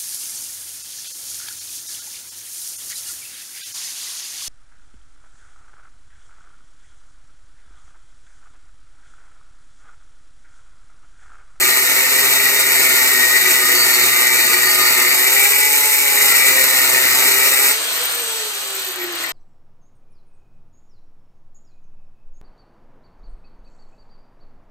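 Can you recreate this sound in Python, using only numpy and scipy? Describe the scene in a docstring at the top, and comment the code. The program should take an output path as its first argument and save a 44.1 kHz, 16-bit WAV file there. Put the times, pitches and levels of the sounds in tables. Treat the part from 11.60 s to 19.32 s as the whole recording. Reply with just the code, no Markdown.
"""In a workshop, an angle grinder cuts into a rock clamped to a bench, close to a pair of microphone ports.
Random grit and a rough rim scrape the stone and excite the wheel's modes; armature and gears add tones
whose pitch follows the wheel speed, which sags and rises with the pressure of the hands. The wheel lifts
off and races for a moment amid rushing air; switched off, it coasts down with its gears rattling."""
import sys
import numpy as np
from scipy import signal
from scipy.fft import rfft, irfft, next_fast_len
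from scipy.io import wavfile
from scipy.ndimage import map_coordinates

SR = 44100
rng = np.random.default_rng(int(sys.argv[2]) if len(sys.argv) > 2 else 0)


def dump(signal):
    """Clip the signal to [-1, 1] and save it as 16-bit WAV at the path in sys.argv[1]."""
    limited = np.clip(np.atleast_2d(signal).T, -1, 1)
    pcm = np.round(limited * 32767).astype(np.int16)
    wavfile.write(sys.argv[1], SR, pcm)


N = 340438
T = np.arange(N) / SR
PADDED = 2 * next_fast_len(N // 2 + SR // 10, True)
HZ = np.fft.rfftfreq(PADDED, 1 / SR)


def amp(db):
    """Level definition: decibels to amplitude gain."""
    return 10 ** (np.asarray(db) / 20)


def unit(x):
    """Normalization: scales a signal to rms 1."""
    return x / np.sqrt(np.mean(x ** 2) + 1e-20)


def curves(rows):
    """Linear interpolation: each column of a table, at every sample."""
    s, *columns = np.transpose(rows)
    return [np.interp(T, s, column) for column in columns]


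def swells(rows):
    """Superposition of Gaussian swells from rows of time, half length and height."""
    return sum(height * np.exp(-((T - s) / half_s) ** 2) for s, half_s, height in rows)


def spectrum(points):
    """Spectral envelope: a table joined by lines on a log-frequency axis."""
    hz, value = np.transpose(points)
    return np.interp(np.log(HZ + 1), np.log(hz + 1), value)


def bell(hz, centre_hz, width_hz):
    """Resonance curve: 1 at the centre, one half at half the width to either side."""
    return 1 / (1 + (2 * (hz - centre_hz) / width_hz) ** 2)


def modes(rows):
    """Modal response: the power gains of a few steep-sided resonances add."""
    power = sum((amp(db) / (1 + ((HZ - hz) / (0.64 * width)) ** 2)) ** 2 for hz, width, db in rows)
    return np.sqrt(power)


def colour(x, gain):
    """Minimum-phase filtering; white noise of rms 1 comes out with the gain as its density per Hz."""
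    log_gain = np.log(gain + 1e-7)
    mirrored = np.r_[log_gain, log_gain[-2:0:-1]]
    phase = -signal.hilbert(mirrored).imag[:len(HZ)]
    return irfft(rfft(x, PADDED) * gain * np.exp(1j * phase))[:N] * np.sqrt(SR / 2)


def wander(rate_hz):
    """Low-pass random modulation of rms 1."""
    return unit(irfft(rfft(rng.standard_normal(PADDED)) / (1 + (HZ / rate_hz) ** 2))[:N])


def rim(turns, memory, size=256):
    """Cyclic roughness: the wheel's rough edge passes once a turn and wears a little each time."""
    fresh = rng.standard_normal((N // size, size))
    profile = signal.lfilter([1], [1, -memory], fresh, axis=0).ravel()
    return unit(map_coordinates(profile, [turns * size], order=3, mode="wrap"))


def grit(per_s, spread_db):
    """Impact noise: single grains of abrasive strike the stone, a few of them large."""
    size = amp(spread_db * np.minimum(rng.exponential(1, N), 4))
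    return unit(size * rng.choice([-1, 1], N) * (rng.random(N) < per_s / SR))


def once_a_turn(turns, scatter_turns, scatter_hz):
    """Periodic excitation: an impulse each turn, with timing scatter given in turns."""
    return np.diff(np.floor(turns + scatter_turns * wander(scatter_hz)), prepend=0) > 0


# diffuse level of each band, low in a few narrow treble bands: f/Hz, level/dB of the diffuse part # against the
# direct sound for the wheel, the same for what faces away
DIFFUSE_LEVEL = [(100, -12, -9), (400, -12, -10), (1000, -4, -2), (1500, 1, 4), (2000, -2, 4),
                 (2600, -3, 2), (2950, -6, 1), (3150, -17, 1), (3420, -17, 1), (3700, 0, 2), (4400, -1, 2),
                 (5400, 3, 3), (6400, 0, 2), (7100, -15, -10), (7800, -13, -10), (9000, 0, -2),
                 (9600, -4, -6), (10150, -36, -36), (10950, -36, -36), (11400, -4, -8), (12300, -2, -1),
                 (13000, -18, -16), (14300, -16, -16), (15200, 0, 1)]
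# left-right balance of the ports: f/Hz, left minus right level/dB
PORT_BALANCE = [(130, -1.5), (350, -0.5), (800, 4), (1400, 5.5), (1850, 8), (2300, 1.5), (3200, .3),
                (5200, -2.5), (7000, 0)]
# phase between the ports: f/Hz, left lead/rad
PORT_PHASE = [(100, -.15), (450, .25), (900, .05), (1800, .3), (2300, 1.4), (2750, 2.3), (3080, 3.08),
              (3480, 3.18), (4200, 3.8), (4800, 5.1), (5800, 5.5), (6800, 6.2), (8000, 6.2), (8700, 5),
              (9600, 3.8), (10100, 3.16), (11000, 3.12), (12000, 1.6), (12900, .1), (14800, -.1),
              (15600, -2.9)]
# rate at which the diffuse part changes: for the wheel, for the vents and gears [1/s]
DIFFUSE_RATE = (2, 4.5)
TAIL_T60_S = .22


def workshop(x, facing_away, diffuse_db=0, count=3):
    """Stereo diffusion: direct sound reaches two ports out of phase, with a short, changing diffuse tail."""
    wet_db = spectrum([(hz, away_db if facing_away else wheel_db) for hz, wheel_db, away_db in DIFFUSE_LEVEL])
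    wet = amp(diffuse_db + wet_db)
    sides = amp(spectrum(PORT_BALANCE) * np.array([[.5], [-.5]]))
    # direct and diffuse power together keep the level of the source
    sides = sides / np.sqrt(np.mean(sides ** 2, axis=0) * (1 + wet ** 2))
    heard = rfft(x, PADDED) * np.exp(-1j * spectrum(PORT_PHASE) * np.array([[0], [1]]))
    fading = amp(-60 * T / TAIL_T60_S) * (T > .002)
    for k in range(count):
        # several random tails take turns, at constant total power
        taps = rng.standard_normal((2, N)) * fading
        taps = taps / np.linalg.norm(taps, axis=1, keepdims=True)
        share = np.sqrt(2 / count) * np.cos(np.pi * (DIFFUSE_RATE[facing_away] * T + k / count))
        heard = heard + wet * rfft(x * share, PADDED) * rfft(taps, PADDED)
    return irfft(heard * sides)[:, :N]


# wheel speed under the pressure of the hands: t/s, speed/(turns per s)
LOADED_SPEED = [(0, 126.5), (0.2, 127.6), (0.5, 131.9), (0.75, 134), (1.1, 132.2), (1.55, 125.5),
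                (2.1, 123.5), (2.25, 121.9), (2.75, 120.7), (3.15, 123), (3.52, 121.8), (3.75, 132.7),
                (4.05, 143.3), (4.3, 143.9), (4.95, 131.9), (5.5, 129.1), (5.85, 132.3), (6.07, 137)]
# unloaded, the wheel races toward its free speed until the switch is released
FREE_TURNS_PER_S, RUN_UP_S, SWITCH_OFF_S = 175, .27, 6.445
# share of its speed that it then loses per second, at first, to the bearings and to the air
BEARING_LOSS_PER_S, AIR_LOSS_PER_S = .14, .235


def wheel_speed():
    """Rotor dynamics: held down by the cut, racing once free, then slowed by linear and quadratic drag."""
    loaded = curves(LOADED_SPEED)[0]
    free_s = np.maximum(np.minimum(T, SWITCH_OFF_S) - LOADED_SPEED[-1][0], 0)
    driven = FREE_TURNS_PER_S + (loaded - FREE_TURNS_PER_S) * np.exp(-free_s / RUN_UP_S)
    left = np.exp(-BEARING_LOSS_PER_S * np.maximum(T - SWITCH_OFF_S, 0))
    return driven * left / (1 + AIR_LOSS_PER_S / BEARING_LOSS_PER_S * (1 - left))


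LIFT_S, RING_FADE_S, SCRAPE_FADE_S = 6.106, .042, .025


def lifted():
    """Unloading: 0 while the wheel is on the rock, 1 once it runs free."""
    return np.clip((T - LIFT_S) / RING_FADE_S, 0, 1)


# place of contact: t/s, place (0 = deep in the groove, 1 = skimming the top of the rock)
CONTACT_PLACE = [(0, 0.12), (1.2, 0.17), (1.6, 0.15), (3.45, 0.043), (3.85, 0.99), (4.4, 1), (4.9, 0.34),
                 (5.5, 0.093), (6.1, 0.64)]


def contact_place():
    """Moving point of excitation, from the groove to the top of the rock."""
    return curves(CONTACT_PLACE)[0]


# density of the rushing air before its level is set: f/Hz, relative level/dB per Hz
AIR_DENSITY = [(30, -96), (110, -81), (200, -84), (300, -73), (520, -68.5), (1050, -65.5), (1300, -60.5),
               (1700, -62.5), (2050, -62.5), (2900, -58), (3700, -58), (4300, -56), (5300, -64.5),
               (6000, -59.5), (6900, -62.5), (8600, -57), (9900, -59.5), (11400, -64), (12200, -65.5),
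               (13600, -61), (15500, -76)]
# the vents swing about as the tool is carried off: t/s, change of level/dB,
# tilt/dB (the treble changes by twice the tilt, the bass by its opposite)
VENT_AIM = [(6, -38, -10), (6.13, -2.5, -1.5), (6.4, -1, -3), (6.56, -3.5, -3), (6.75, -5, -1),
            (7.05, -7, -1), (7.28, -7, -2), (7.45, -12.5, -8), (7.62, -5.5, -4), (7.72, -11, -8.5)]
# level at the reference speed, the reference speed, and slope per doubling of speed
FAN_DB, FAN_TURNS_PER_S, FAN_DB_PER_OCTAVE = -1, 220, -2
RIM_SHARE_OF_AIR = .15  # against 1 of plain noise


def fan(turns, speed):
    """Aerodynamic noise: turbulence and the passing rim, modulated at the armature's rotation."""
    aim_db, tilt_db = curves(VENT_AIM)
    level_db = FAN_DB + FAN_DB_PER_OCTAVE * np.log2(speed / FAN_TURNS_PER_S) + aim_db
    armature = 3 * 2 * np.pi * turns  # three armature turns to one of the wheel
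    rush = unit(rng.standard_normal(N) + RIM_SHARE_OF_AIR * rim(turns, memory=0.91))
    air = colour(rush * amp(5.76 * np.sin(armature)), amp(spectrum(AIR_DENSITY)))
    low = irfft(rfft(air, PADDED) / (1 + (HZ / 3500) ** 2))[:N]
    return amp(level_db) * (low * amp(-tilt_db) + (air - low) * amp(2 * tilt_db))


# modes of the cutting wheel: f/Hz, width/Hz, relative level/dB per Hz in the groove, the same when skimming
WHEEL_MODES = [(1819, 21, -45, -72), (1892, 60, -40.5, -58.5), (2017, 169, -45, -46),
               (2282, 62, -43.5, -41.5), (2387, 62, -51, -50)]


def wheel_modes(skimming):
    """Modal excitation: the wheel's resonances for either place of contact."""
    return modes([(hz, width, top_db if skimming else groove_db)
                  for hz, width, groove_db, top_db in WHEEL_MODES])


# modes of the gear head: f/Hz, width/Hz, relative level/dB
GEAR_MODES = [(4200, 800, -8), (7800, 710, -2), (13200, 1700, 0.5), (13900, 600, 1)]


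def ringing(blows):
    """Modal resonance: blows heard through the gear head and through the wheel, each at rms 1."""
    return unit(colour(blows, modes(GEAR_MODES))), unit(colour(blows, wheel_modes(False)))


# fits of harder rattling as the tool is tipped: t/s, half length/s, added tick level/dB, added knock level/dB
RATTLE_FITS = [(6.36, .06, -35, -40), (6.452, 0.025, -34, -44), (6.6, 0.11, -34, -56),
               (6.81, 0.035, -46, -37), (7.27, 0.038, -32, -40), (7.45, 0.072, -35.5, -32.5),
               (7.63, 0.06, -37, -28)]
# steady rattle of the slack gear teeth: their bright tick, their knock in the wheel
TICK_DB, KNOCK_DB = -42.5, -49


def rattle(turns):
    """Backlash impacts: unloaded gear teeth knock across their play, on some turns and not on others."""
    tick = amp(TICK_DB) + swells((s, half_s, amp(db)) for s, half_s, db, _ in RATTLE_FITS)
    knock = amp(KNOCK_DB) + swells((s, half_s, amp(db)) for s, half_s, _, db in RATTLE_FITS)
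    strikes = once_a_turn(turns, .15, 50)
    blows = strikes * (rng.random(N) < .65) * rng.uniform(0.13, 1, N)
    decaying = signal.lfilter([1], [1, -np.exp(-1 / (0.0041 * SR))], blows)  # decay of 4.1 ms
    in_gears, in_wheel = ringing(unit(decaying * rng.standard_normal(N)))
    return lifted() * (tick * in_gears + knock * in_wheel)


# single hard clacks of the gear teeth, around switch-off and as the wheel slows:
# t/s, level/dB before the common change CLACK_DB
TOOTH_CLACKS = [(6.4288, -20), (6.453, -11), (6.8867, -24), (7.151, -17), (7.1626, -20), (7.195, -20),
                (7.219, -23), (7.2464, -21), (7.2744, -22), (7.3168, -19), (7.3597, -20), (7.4185, -26),
                (7.437, -20), (7.4644, -24), (7.5248, -23), (7.5537, -24), (7.6246, -27), (7.6924, -19)]
# common change, and level of the wheel's share against the gear head's
CLACK_DB, CLACK_KNOCK_DB, CLACK_DECAY_S = -4.5, -7, .006


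def clacks():
    """Transient excitation: each hard clack sounds in the gear head and more weakly in the wheel, then decays."""
    level = sum(amp(db + CLACK_DB) * (T >= s) * np.exp(-abs(T - s) / CLACK_DECAY_S)
                for s, db in TOOTH_CLACKS)
    in_gears, in_wheel = ringing(rng.standard_normal(N))
    return level * (in_gears + amp(CLACK_KNOCK_DB) * in_wheel)


# the commutator whistles only within a band of the housing, and less while the motor drives
WHISTLE_HZ, WHISTLE_WIDTH_HZ, WHISTLE_DB, WHISTLE_DRIVEN_DB = 8450, 1350, -28.5, -6
WHISTLE_JITTER_RAD = 1.5


def whistle(turns, speed):
    """Bar-passing tone: the commutator's thin whistle, passed by a narrow band as the wheel runs free."""
    bars = 54  # cycles per wheel turn
    in_band = 1 / (1 + (2 * (bars * speed - WHISTLE_HZ) / WHISTLE_WIDTH_HZ) ** 8)
    level_db = WHISTLE_DB + np.interp(T, [LIFT_S, SWITCH_OFF_S], [WHISTLE_DRIVEN_DB, 0])
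    phase = 2 * np.pi * bars * turns + WHISTLE_JITTER_RAD * wander(70)
    return lifted() * in_band * amp(level_db + 2.2 * wander(40)) * np.sin(phase)


# orders, multiples of the wheel speed: the armature turns at 3, 15 and 17 shake the wheel's modes,
# the gear teeth mesh at 37
ORDERS = (3, 4, 6, 7, 9, 10, 12, 15, 17, 31, 37)
# level/dB of each order before the resonances lift it: deep in the groove, skimming the rock,
# and running free (from the second order on; the first follows HUM_LEVEL)
GROOVE_LEVELS = (-35.5, -45.5, -52, -45.5, -52, -42, -57, -42, -45, -62, -40)
SKIM_LEVELS = (-40.5, -43.5, -35.5, -58, -52, -41.5, -52, -59, -34, -65, -39)
FREE_LEVELS = (-52, -49, -62, -52, -58, -60, -54, -62, -50, -62)
# the armature's hum fades and swells as the tool is turned and carried off: t/s, level/dB before that lift
HUM_LEVEL = [(6.2, -36), (6.34, -50), (6.42, -33), (6.51, -50), (6.57, -35), (6.75, -35), (6.88, -35.5),
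             (6.93, -44), (6.98, -39), (7.05, -42), (7.19, -34.5), (7.25, -51), (7.29, -33), (7.335, -49),
             (7.39, -32.5), (7.45, -26.5), (7.6, -37), (7.72, -47)]
# resonances of the tool that lift a passing tone: f/Hz, width/Hz, lift/dB
HOUSING_MODES = [(529, 27, 7), (816, 48, 5), (900, 45, 8), (1230, 66, 11.5), (1356, 29, 11), (1815, 60, 9),
                 (4532, 100, 19.5)]
# back in the groove the tool labours, and the tones above its hum firm up: t/s, half length/s, lift/dB
LABOUR_SWELLS = [(5.3, .55, 5)]
# depth of the tones' flutter under load and running free
SHAKE_LOADED, SHAKE_FREE = 0.33, 0.24
# in the groove the wheel snags, and the tones break up: depth, rate of the random change
SNAG_DB, SNAG_HZ = 3.5, 11


def motor(turns, speed):
    """Rotational orders: tones of armature, wheel and gears, set by the contact and lifted by resonances."""
    place, free = contact_place(), lifted()
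    shake = SHAKE_FREE + (SHAKE_LOADED - SHAKE_FREE) * (1 - free)
    labour_db = swells(LABOUR_SWELLS) * (1 - free)
    free_levels = [*curves(HUM_LEVEL), *FREE_LEVELS]
    tones = np.zeros(N)
    for order, groove_db, skim_db, free_db in zip(ORDERS, GROOVE_LEVELS, SKIM_LEVELS, free_levels):
        loaded_level = (1 - place) * amp(groove_db) + place * amp(skim_db)
        level = (1 - free) * loaded_level + free * amp(free_db)
        lift_db = sum(db * bell(order * speed, hz, width) for hz, width, db in HOUSING_MODES)
        if order > ORDERS[0]:
            lift_db = lift_db + labour_db
        snag_db = SNAG_DB * (1 - free) * (1 - place) * (wander(SNAG_HZ) - .5)
        flutter = 1 + shake * wander(25)
        phase = 2 * np.pi * order * turns + 2.0 * shake * wander(11.6)
        tones += level * amp(lift_db + snag_db) * flutter * np.sin(phase)
    return tones


# density of the scrape before pressure and body: f/Hz, relative level/dB per Hz
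SCRAPE_DENSITY = [(30, -107), (75, -75.5), (200, -74.5), (260, -65.5), (400, -59), (720, -66.5),
                  (1080, -61), (1650, -60), (2650, -52), (2900, -54), (3150, -57.5), (3550, -57.5),
                  (4300, -55.5), (5000, -57.5), (6200, -56), (7200, -57.5), (9400, -56.5), (10600, -56.5),
                  (11200, -51.5), (11800, -51), (12600, -56.5), (13300, -54.7), (14300, -53.3),
                  (15100, -63), (15700, -63)]
# the rock, bench and guard under the scrape: f/Hz, width/Hz, lift/dB in the groove, lift/dB when skimming
BODY_MODES = [(91.5, 9.3, 3.5, 11), (193, 210, 5, -3), (411.6, 10, 2.5, 6), (667, 93, 8, -1),
              (891, 60, 10.5, 7), (1224, 61, 9.5, -2), (1433, 154, 8, 4), (3760, 130, 7.5, 4),
              (4122, 60, 3.5, 3), (4350, 130, 5, 0), (4540, 90, 5, 0), (9960, 380, 6, 9.5),
              (7150, 140, 3, 8.5), (7690, 160, 7, -0.5), (8240, 530, 5.5, 9.5), (12480, 900, -1, 3)]


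def stone(skimming):
    """Forced vibration: the spectrum of the scrape, with the body's lifts for either place of contact."""
    lift_db = sum((top_db if skimming else groove_db) * bell(HZ, hz, width)
                  for hz, width, groove_db, top_db in BODY_MODES)
    return amp(spectrum(SCRAPE_DENSITY) + lift_db)


# the edge bites harder and the wheel rings up: t/s, half length/s, lift/dB,
# added strength of the once-a-turn strike
EDGE_BITES = [(0.5, 0.1, .6, .1), (1.1, 0.25, 1.3, .6), (1.62, 0.18, 1.8, 1.7), (2.72, 0.2, .6, 1.4),
              (3.75, 0.22, .6, .9), (4.68, 0.24, 1.8, 1.3), (6.07, .08, .8, .3)]
# how hard the grit scrapes: t/s, change of level/dB
GRIT_PRESSURE = [(0, 0), (.6, 0.24), (1.45, 0.5), (1.65, 0.7), (3.3, 0.4), (3.9, 1), (4.35, -0.6),
                 (4.8, 1.4), (6.1, 0.8)]
RING_DB, SCRAPE_DB = -1, -2
# the wheel's high spot strikes the stone once a turn: base strength against the grit, scatter of timing
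STRIKE, STRIKE_SCATTER_TURNS = .4, .003


def cutting(turns):
    """Frictional excitation: a contact force, pulsing as the wheel wobbles, drives wheel modes and stone."""
    ring_db = RING_DB + swells((s, half_s, db) for s, half_s, db, _ in EDGE_BITES)
    strike = STRIKE + swells((s, half_s, more) for s, half_s, _, more in EDGE_BITES)
    grit_db = SCRAPE_DB + curves(GRIT_PRESSURE)[0] + 0.083 * wander(9)
    place = contact_place()
    lifted_s = np.maximum(T - LIFT_S, 0)
    angle = 2 * np.pi * turns + 0.5 * wander(1.8)
    once, twice, fourfold = (np.cos(k * angle) for k in (1, 2, 4))

    # the edge catches and skips from turn to turn
    rasp_db = 2.2 * once + 3.4 * twice + 1.9 * wander(88)
    rasp = unit((0.3 * rim(turns, memory=0.8) + 1.0 * grit(6000, spread_db=2.5)) * amp(rasp_db))
    high_spot = unit(once_a_turn(turns, STRIKE_SCATTER_TURNS, 60) * amp(3.5 * wander(60)))
    ring_force = (rasp + strike * high_spot) / np.sqrt(1 + strike ** 2)
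    ring = ((1 - place) * colour(ring_force, wheel_modes(False))
            + place * colour(ring_force, wheel_modes(True)))

    scrape_db = 1.3 * once + .9 * twice + 1.2 * fourfold + 1.2 * wander(60)
    roughness = 0.53 * rim(turns, memory=0.9) + 1.27 * grit(9000, spread_db=2.4)
    scrape_force = unit(roughness * amp(scrape_db))
    scrape = (1 - place) * colour(scrape_force, stone(False)) + place * colour(scrape_force, stone(True))

    # pressed into the groove, the wheel's wobble shakes the bench
    thrum = amp(-48.5 - 6.2 * place + 0.7 * wander(13.0)) * np.sin(2 * np.pi * turns)
    ring_fade = np.exp(-lifted_s / RING_FADE_S)
    scrape_fade = 1 / (1 + (lifted_s / SCRAPE_FADE_S) ** 2)
    return amp(ring_db) * ring * ring_fade + (amp(grit_db) * scrape + thrum) * scrape_fade


def scene():
    """Superposition: one spindle drives all; vents and gear head face away and have their own stereo spread."""
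    speed = wheel_speed()
    turns = np.cumsum(speed * (1 + .002 * wander(10))) / SR
    away = workshop(fan(turns, speed) + rattle(turns) + clacks(), facing_away=True)
    # the tones reach the ports more directly than the noise
    tones = workshop(motor(turns, speed) + whistle(turns, speed), facing_away=False, diffuse_db=-6)
    return away + tones + workshop(cutting(turns), facing_away=False)


EDGE_HZ = 15800


def record(dry):
    """Clipping and band limitation: full-scale limit, then a linear-phase low-pass."""
    lowpass = signal.firwin(511, EDGE_HZ, window=("kaiser", 9), fs=SR)
    return signal.oaconvolve(np.clip(dry, -1, 1), lowpass[None], "same")


dry = scene()
out = record(dry)
dump(out)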